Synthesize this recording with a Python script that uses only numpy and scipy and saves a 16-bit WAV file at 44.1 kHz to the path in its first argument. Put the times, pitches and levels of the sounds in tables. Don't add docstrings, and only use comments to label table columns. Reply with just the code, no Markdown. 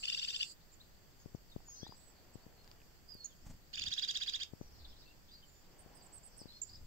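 import sys
import numpy as np
from scipy import signal
from scipy.fft import rfft, irfft
from scipy.io import wavfile

SR = 44100
rng = np.random.default_rng(int(sys.argv[2]) if len(sys.argv) > 2 else 0)


def wav_record(signal):
    frames = np.transpose(np.atleast_2d(signal))
    bounded = np.clip(frames, -1, 1)
    quanta = np.round(bounded * 32767).astype(np.int16)
    wavfile.write(sys.argv[1], SR, quanta)


N = 302526
TIME_S = np.arange(N) / SR

# (frequency [Hz], relative density [dB])
AIR_SPECTRUM = [(12, -49), (20, 0.5), (176, -9), (260, -15), (316, -13.5), (508, -19), (618, -19),
                (1020, -23.5), (1890, -22.5), (2170, -26), (3680, -26.5), (4870, -22.5), (9770, -37.5),
                (13700, -27.5), (15700, -27)]
# (frequency [Hz], gain [dB])
MIC_TREBLE = [(3500, 1), (4200, -10), (4800, -6), (5600, -1), (6600, 3), (7600, -4), (8800, -1.5),
              (10000, -5.5), (11500, 0), (13200, 2), (15800, -0.5)]
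# (frequency [Hz], correlation [-1 to 1])
AIR_LIKENESS = [(60, 0.085), (150, 0.43), (380, 0.34), (950, 0), (2380, 0), (5980, 0.01), (15000, -0.0)]
AIR_LEVEL_DB = -64

# (frequency [Hz], relative level [dB])
HISS_SPECTRUM = [(1000, -23), (2500, -23), (3600, -20), (4200, -5), (4500, 1.5), (4800, 5), (5400, -17.5),
                 (6700, -10.5), (7350, 2), (7800, -2.5), (8400, -11), (9500, -26.5), (12000, -32),
                 (15000, -25)]
# (time [s], level [dB])
HISS_LEVEL = [(0, -53), (.52, -53), (.55, -74.5)]

# (frequency [Hz], relative level [dB])
RUSH_SPECTRUM = [(60, 1.5), (200, 3), (450, 4.5), (850, 3), (1300, -5), (2000, -7), (3000, -8.5),
                 (8000, -52)]
# (time [s], half width [s], level [dB])
BREEZE_SWELLS = [(1.1, 0.4, -73), (2.4, 0.48, -66), (4.85, 0.28, -68), (5.95, 0.24, -61.5),
                 (6.4, 0.11, -66)]
BREEZE_CALM_DB, RUSH_TRIM_DB = -79, -3.5

# (frequency [Hz], relative level [dB])
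BUFFET_SPECTRUM = [(4, -12), (15, -3.5), (30, -13), (60, -15.5), (200, -41.5), (1000, -76)]
# (time [s], half width [s], level [dB])
GUST_SWELLS = [(.76, .07, -65), (1.57, 0.053, -54.5), (2.8, 0.21, -60.5), (3.49, 0.047, -48),
               (4.79, 0.11, -51), (6.86, 0.07, -48.5)]
GUST_CALM_DB, GUST_UNEVEN_DB, GUST_TRIM_DB = -65.5, 1, -2.5

# (time [s], half width [s], level [dB])
FLOCK_BOUTS = [(1.85, 0.071, -61.5), (4.9, 0.19, -66.5), (6.47, 0.22, -69)]
FLOCK_CALM_DB = -77

# (time [s], length [s], level before beat and fade [dB], beat rate [1/s])
WING_FLIGHTS = [(3.427, 0.13, -52, 24.6), (3.778, 0.16, -58.5, 29), (6.625, 0.29, -64.5, 25.7)]
# (frequency [Hz], relative level [dB])
WING_SPECTRUM = [(15, -30), (35, -8), (85, 4), (140, -6), (240, -7), (400, -25), (800, -22.5),
                 (1500, -30.5), (4000, -36), (7500, -28), (10000, -45), (15000, -41)]

# (time [s], push level before shaping [dB], decay [s])
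SNOW_THUMPS = [(1.26, -33, 0.011), (1.3488, -27.5, 0.0056), (1.563, -23.5, 0.0019), (1.8313, -27.5, 0.0022),
               (1.894, -37.5, 0.0039), (2.356, -33, 0.0068), (2.4655, -35, 0.0016), (3.152, -38, 0.0017),
               (4.5356, -29.5, 0.0027), (4.613, -24.5, 0.0013), (5.862, -39.5, 0.004),
               (6.416, -28, 0.00075), (6.457, -31, 0.0013)]
# (time [s], level [dB], ring [Hz])
SNOW_TAPS = [(1.604, -51.5, 800), (1.686, -51.5, 900), (1.8663, -41, 855), (1.9227, -41.5, 965),
             (1.88, -49, 6760), (2.645, -50, 5200), (2.677, -46.5, 4750), (2.7147, -41.5, 4800),
             (2.803, -57, 3000), (2.8175, -54, 2500), (3.145, -48, 13470)]
TAP_DECAY_1KHZ_S, TAP_DECAY_POWER = 0.0016, 0.43

# (time [s], length [s], start pitch [Hz], end pitch [Hz], rms level [dB])
TREE_CHIRPS = [(0.794, 0.031, 3180, 4560, -62), (1.177, .055, 7150, 6380, -71.5),
               (1.338, 0.037, 7540, 4170, -72), (1.479, 0.058, 4960, 3440, -66),
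               (1.74, 0.081, 3510, 5430, -67), (4.842, 0.016, 4800, 3130, -56),
               (4.912, 0.097, 2980, 4100, -72.5), (5.005, 0.11, 3580, 5040, -71),
               (5.273, .1, 3230, 4510, -66), (6.384, 0.059, 5800, 4330, -59.5),
               (6.681, 0.045, 4700, 4880, -61), (6.726, 0.049, 4920, 5030, -58)]
CHIRP_ROUGH, CHIRP_ECHO_DB, CHIRP_PAN_DB = 0.425, -3.5, 1.5
# (time [s], length [s], start pitch [Hz],
# middle pitch [Hz], end pitch [Hz], rms level [dB], left over right [dB])
FAR_WHISTLES = [(1.643, 0.23, 7100, 6235, 5550, -58.5, 0.5), (1.666, 0.16, 5500, 5230, 5000, -69, 5),
                (1.79, .19, 4960, 4810, 4820, -67, 9), (1.801, .075, 1624, 1710, 2040, -71, 2),
                (1.812, .078, 3300, 3560, 4400, -58.5, 4), (1.97, 0.16, 7900, 7870, 7550, -72.5, -14),
                (2.126, .09, 4300, 4520, 4400, -75, 5), (2.4, 0.063, 4250, 4550, 4400, -74, 3),
                (2.55, 0.084, 3950, 4250, 4300, -75.5, 6), (3.073, .095, 4800, 4880, 4620, -57.5, -8),
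                (3.147, .13, 4585, 4370, 4180, -61, -3.5), (3.292, .045, 3700, 3290, 3170, -71, 4),
                (4.583, .12, 6150, 5920, 5500, -73, -1), (5.046, 0.089, 2640, 2715, 2770, -72.5, 5),
                (5.306, 0.063, 4440, 4850, 4530, -63, 1), (5.356, 0.061, 4340, 4650, 4870, -68, -2),
                (5.422, 0.032, 3165, 3090, 3030, -66.5, -1.5), (5.442, 0.2, 7590, 7080, 7137, -74.5, -11),
                (5.948, 0.085, 4900, 4890, 4340, -69, -4.5), (6.473, 0.12, 4020, 4160, 4300, -60.5, -2)]
WHISTLE_ROUGH, WHISTLE_ECHO_DB = 0.16, -6
# (time [s], length [s], top pitch [Hz], rms level [dB])
CONTACT_NOTES = [(0.713, 0.038, 7540, -68), (1.938, .075, 7950, -71.5), (2.331, 0.025, 8000, -69.5),
                 (3.242, .024, 6970, -47), (5.78, 0.05, 8770, -66.5), (5.944, .042, 8620, -66.5),
                 (6.018, .06, 8220, -66), (6.117, 0.078, 8350, -59.5), (6.227, 0.066, 8330, -61.5),
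                 (6.362, .064, 8470, -62.5), (6.614, .027, 7530, -43.5), (6.666, 0.035, 7700, -67)]
CONTACT_DROOP = 0.18
CONTACT_PAN_DB, CONTACT_ROUGH, CONTACT_ECHO_DB = -11, 0.15, -10

# (time at arch top [s], pitch there [Hz], level [dB])
TRILL_SYLLABLES = [ (0.048, 1803, -39), (0.093, 1850, -35), (.141, 1915, -36), (.190, 1946, -34),
                   (0.241, 1880, -36), (.299, 1920, -35), (.357, 1864, -35.5), (0.423, 1835, -34.5),
                   (3.749, 1850, -40), (3.788, 1794, -37.5), (3.831, 1853, -36.5), (3.877, 1912, -33.5),
                   (3.931, 1926, -32), (3.989, 1955, -31), (4.042, 1970, -31.5), (4.104, 1922, -32),
                   (4.166, 1947, -31.5), (4.228, 1926, -32.5), (4.290, 1935, -32.5), (4.354, 1947, -32),
                   (4.426, 1886, -35)]
# (start [s], end [s], left over right [dB], lag of left [s], third harmonic of arch [dB])
TRILL_RUNS = [(0, .5, 2, -.0005, 7), (3.7, 4.5, -5, .00058, -0.5)]
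# (frequency [Hz], gain [dB])
THROAT_GAIN = [(700, -33), (1300, -13), (1800, -11), (2200, -9.5), (2600, -2.5), (3100, -4.5), (3800, -7),
               (4200, -4), (4750, 4.5), (5400, -6), (6300, -9), (7600, -18.5), (8600, -36.5), (11000, -34),
               (15000, -24.5)]
# (frequency [Hz], gain [dB])
PERCH_GAIN = [(1800, 0), (2400, -3), (2850, 11), (3300, -1.5), (3800, -3), (4200, -2.5), (4800, 2.5),
              (5700, 1.5), (7000, -3.5), (9000, -5), (15000, 12)]
# (frequency [Hz], gain [dB])
FEEDER_CAVITY = [(2000, -28.5), (3100, -18), (3650, 2.5), (4200, -19), (7000, -29)]
# (harmonics 1, 2, 3, 4, each of 5-8 [dB])
RASP_HARMONICS = (-12, -11.5, -2, -12.5, -6.5)
# (harmonics 1, 2, 3, 4, each of 5-8 [dB])
ARCH_HARMONICS = (-23.5, 0, -15, -7, -17)
# (harmonics 1, 2, 3, 4, each of 5-8 [dB])
BREAK_HARMONICS = (-14, -1, -25, -0.5, 0.5)
LEAD_SHARE = .49
RISE_SHARE = .37
LOCK_S, BREAK_S, SWITCH_S = 0.0014, 0.0066, 0.0004
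FALL_S, FALL_DROP = .0105, 0.412
RASP_PITCH, RASP_SAG = .82, .17
RASP_GROWTH_DB = 15
RASP_DB, RASP_FOLLOWS, USUAL_DB = -37.5, 0.28, -28.5
SOFT_RASP = 0.93
ROUGH_RASP, ROUGH_ARCH, ROUGH_BREAK, ROUGH_ONSET = .45, 0.078, 0.39, .7
ATTACK_DB = 1
TURBULENCE_DB = -3.5
WHIM_DB = 2

EDGE_HZ = 15750


def amp(db):
    return 10 ** (np.asarray(db) / 20)


def evened(x):
    return x / np.sqrt(np.mean(x ** 2) + 1e-20)


def read(points, hz):
    point_hz, value = np.transpose(points)
    return np.interp(np.log(hz + 1), np.log(point_hz + 1), value)


def coloured(x, points):
    gain = amp(read(points, np.fft.rfftfreq(x.shape[-1], 1 / SR)))
    return irfft(rfft(x) * gain, x.shape[-1])


def level(curve):
    return amp(np.interp(TIME_S, *np.transpose(curve)))


def swells(rows, calm_db):
    power = amp(calm_db) ** 2
    for s, width_s, db in rows:
        bell = np.exp(-.5 * ((TIME_S - s) / width_s) ** 2)
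        power = power + (amp(db) * bell) ** 2
    return np.sqrt(power)


def switch(t, seconds):
    return .5 + .5 * np.tanh(t / seconds)


def wander(size, hz):
    f = np.fft.rfftfreq(size + 4096, 1 / SR)
    spectrum = rfft(rng.standard_normal(2 * len(f) - 2))
    return evened(irfft(spectrum * np.exp(-.5 * (f / hz) ** 2)))[:size]


def noise(points, same):
    a, b = rfft(rng.standard_normal((2, N)))
    same = np.clip(same, -1, 1)
    stereo = irfft([a, same * a + np.sqrt(1 - same ** 2) * b], N)
    return evened(coloured(stereo, points))


def add(mix, s, sound):
    part = mix[:, max(round(s * SR), 0):][:, :sound.shape[1]]
    part += sound[:, :part.shape[1]]


def placed(x, pan_db, lag_s):
    shift = round(lag_s * SR)
    late, early = max(shift, 0), max(-shift, 0)
    left = np.pad(x, (late, early)) * amp(pan_db / 2)
    right = np.pad(x, (early, late)) * amp(-pan_db / 2)
    return np.array([left, right])


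def echoes(x, t60_s, first_s):
    t = np.arange(SR) / SR
    signs = rng.choice([-1., 1.], (2, SR))
    hits = rng.random((2, SR)) < 3000 / SR
    taps = signs * hits * (t > first_s) * amp(-60 * t / t60_s)
    return signal.fftconvolve(x, taps / np.linalg.norm(taps, axis=1, keepdims=True), axes=1)[:, :N]


def among_trees(x, echo_db):
    wet = echoes(x, t60_s=0.087, first_s=0.0021) + amp(-7.5) * echoes(x, t60_s=0.5, first_s=0.0068)
    return (x + amp(echo_db) * wet) / np.hypot(1, amp(echo_db))


def air():
    same = read(AIR_LIKENESS, np.fft.rfftfreq(N, 1 / SR))
    still = amp(AIR_LEVEL_DB) * coloured(noise(AIR_SPECTRUM, same), MIC_TREBLE)
    rush = amp(RUSH_TRIM_DB) * swells(BREEZE_SWELLS, BREEZE_CALM_DB) * noise(RUSH_SPECTRUM, 0.54)
    uneven = amp(GUST_TRIM_DB + GUST_UNEVEN_DB * wander(N, 3.5))
    buffet = uneven * swells(GUST_SWELLS, GUST_CALM_DB) * noise(BUFFET_SPECTRUM, 0.82)
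    hiss = level(HISS_LEVEL) * noise(HISS_SPECTRUM, 0.053) * amp([[-2], [2]])
    return still + rush + buffet + hiss


def twitter(count=700, low_hz=3400, high_hz=5400, sweep=0.29):
    flock = np.zeros((2, N))
    for when, pitch, slope, length, size, side in rng.random((count, 6)):
        u = np.linspace(-1, 1, round((.015 + .03 * length) * SR))
        centre_hz = low_hz + (high_hz - low_hz) * np.sqrt(pitch)
        glide = sweep * np.sign(slope - .5) * (.5 + abs(slope - .5))
        hz = centre_hz * (1 + glide * u)
        slur = size * np.hanning(len(u)) * np.sin(2 * np.pi * np.cumsum(hz) / SR)
        add(flock, when * N / SR, placed(slur, 6 * (side - .5), 0))
    return swells(FLOCK_BOUTS, FLOCK_CALM_DB) * evened(echoes(flock, t60_s=0.22, first_s=0.001))


def wings(depth=0.48):
    beats = np.zeros((2, N))
    for s, length_s, db, rate_hz in WING_FLIGHTS:
        t = np.arange(round(length_s * SR)) / SR
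        fade = np.sin(np.pi * t / length_s)
        beat = 1 + depth * np.cos(2 * np.pi * rate_hz * t)
        add(beats, s, placed(amp(db) * fade * beat, 0, 0))
    return beats * noise(WING_SPECTRUM, 0.94)


def snow(rise_s=0.00073, low_cut_hz=85, leak_db=-34):
    pushes, taps = np.zeros((2, 2, N))
    t = np.arange(2000) / SR
    for s, db, decay_s in SNOW_THUMPS:
        push = 2 * (1 - np.exp(-(t / rise_s) ** 2)) * np.exp(-t / decay_s)
        add(pushes, s, amp([[db], [db + leak_db]]) * push)
    for s, db, hz in SNOW_TAPS:
        decay_s = TAP_DECAY_1KHZ_S * (1000 / hz) ** TAP_DECAY_POWER
        grit = np.array([wander(len(t), hz), wander(len(t), hz)])
        ring = np.sin(2 * np.pi * hz * t) + .5 * grit
        add(taps, s, amp(db) * ring * np.exp(-t / decay_s) * (1 - np.exp(-t * hz * 4)))
    low_cut = signal.butter(2, low_cut_hz, "high", fs=SR, output="sos")
    return signal.sosfiltfilt(low_cut, pushes) + taps


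def note(length_s, pitches_hz, db, rough, jitter=0.088, jitter_hz=350, flicker_db=2, quaver_db=6):
    u = np.linspace(0, 1, round(length_s * SR))
    count = len(pitches_hz)
    glide = np.polyfit(np.linspace(0, 1, count), pitches_hz, count - 1)
    hz = np.polyval(glide, u) * (1 + jitter * rough * wander(len(u), jitter_hz))
    shake = amp((flicker_db + quaver_db * rough) * wander(len(u), 83))
    swell = signal.windows.tukey(len(u), .45) * shake
    return amp(db) * evened(swell * np.sin(2 * np.pi * np.cumsum(hz) / SR))


def notes(lag_s=.0004):
    contacts, whistles, chirps = np.zeros((3, 2, N))
    for s, length_s, hz, db in CONTACT_NOTES:
        foot_hz = hz * (1 - CONTACT_DROOP)
        tone = note(length_s, [foot_hz, hz, foot_hz], db, CONTACT_ROUGH)
        add(contacts, s, placed(tone, CONTACT_PAN_DB, lag_s))
    for s, length_s, *pitches_hz, db, pan_db in FAR_WHISTLES:
        add(whistles, s, placed(note(length_s, pitches_hz, db, WHISTLE_ROUGH), pan_db, lag_s))
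    for s, length_s, *pitches_hz, db in TREE_CHIRPS:
        add(chirps, s, placed(note(length_s, pitches_hz, db, CHIRP_ROUGH), CHIRP_PAN_DB, lag_s))
    near = among_trees(contacts, CONTACT_ECHO_DB)
    return near + among_trees(whistles, WHISTLE_ECHO_DB) + among_trees(chirps, CHIRP_ECHO_DB)


def syllable(hz, lead_s, db, third_db, jitter=0.1235, jitter_hz=1000, flutter=1.0, drift=.011):
    t = np.arange(-lead_s, FALL_S, 1 / SR)
    rise_s = RISE_SHARE * lead_s
    rasping = 1 - switch(t + rise_s, LOCK_S)
    breaking = switch(t - BREAK_S, SWITCH_S)
    locked = 1 - rasping - breaking
    early = np.clip((-t - rise_s) / (lead_s - rise_s), 0, 1)
    climb = np.cos(np.pi / 2 * np.clip(t / rise_s, -1, 0)) ** 2

    fall = FALL_DROP * (np.maximum(t, 0) / FALL_S) ** 2
    bend = RASP_PITCH - RASP_SAG * early + (1 - RASP_PITCH) * climb - fall
    bend = bend * (1 + drift * wander(len(t), 112))
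    rough = rasping * (ROUGH_RASP + ROUGH_ONSET * early) + locked * ROUGH_ARCH + breaking * ROUGH_BREAK
    shaken_hz = hz * bend * (1 + jitter * rough * wander(len(t), jitter_hz))
    phase = 2 * np.pi * np.cumsum(shaken_hz) / SR

    hoarse = amp(RASP_DB + RASP_FOLLOWS * (db - USUAL_DB) - RASP_GROWTH_DB * early)
    whim = WHIM_DB * rng.standard_normal(len(RASP_HARMONICS))
    softness = [0, SOFT_RASP * (USUAL_DB - db), 0, 0, 0]
    rasp = np.outer(amp(whim + RASP_HARMONICS + softness), rasping)
    crack = np.outer(amp(whim + BREAK_HARMONICS), breaking)
    attack = amp(ATTACK_DB * (1.5 - climb))
    arch = np.outer(amp(db + np.array(ARCH_HARMONICS) + [0, 0, third_db, 0, 0]), locked * attack)
    arch[2:] *= climb

    *low, high = arch + hoarse * (rasp + crack)
    wave = np.zeros(len(t))
    for k, gain in enumerate(low + [high] * 4, 1):
        wave += gain * np.sin(k * phase) * (1 + flutter * rough * wander(len(t), jitter_hz))
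    turbulence = amp(TURBULENCE_DB) * hoarse * rough * wander(len(t), 5000)
    return np.sqrt(2) * (wave + turbulence) * signal.windows.tukey(len(t), .08)


def trill(start_s, end_s, pan_db, lag_s, third_db):
    out = np.zeros((2, N))
    rows = np.array([row for row in TRILL_SYLLABLES if start_s < row[0] < end_s])
    leads_s = LEAD_SHARE * np.gradient(rows[:, 0])
    for (s, hz, db), lead_s in zip(rows, leads_s):
        add(out, s - lead_s, placed(syllable(hz, lead_s, db, third_db), pan_db, lag_s))
    return out


def trills():
    first, second = (trill(*row) for row in TRILL_RUNS)
    dry = coloured(coloured(first, PERCH_GAIN) + second, THROAT_GAIN)
    both = dry + dry[1]
    near = amp(-14) * echoes(both, t60_s=.012, first_s=.0003)
    ring = amp(-10) * echoes(coloured(first, FEEDER_CAVITY), t60_s=0.065, first_s=.009)
    far = amp(-13.5) * echoes(both, t60_s=0.14, first_s=.003)
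    return dry + near + ring + far


def scene():
    return air() + twitter() + wings() + snow() + notes() + trills()


def record(dry):
    low_pass = signal.firwin(1023, EDGE_HZ, window=("kaiser", 9), fs=SR)
    return signal.oaconvolve(dry, low_pass[None], "same")


dry = scene()
out = record(dry)
wav_record(out)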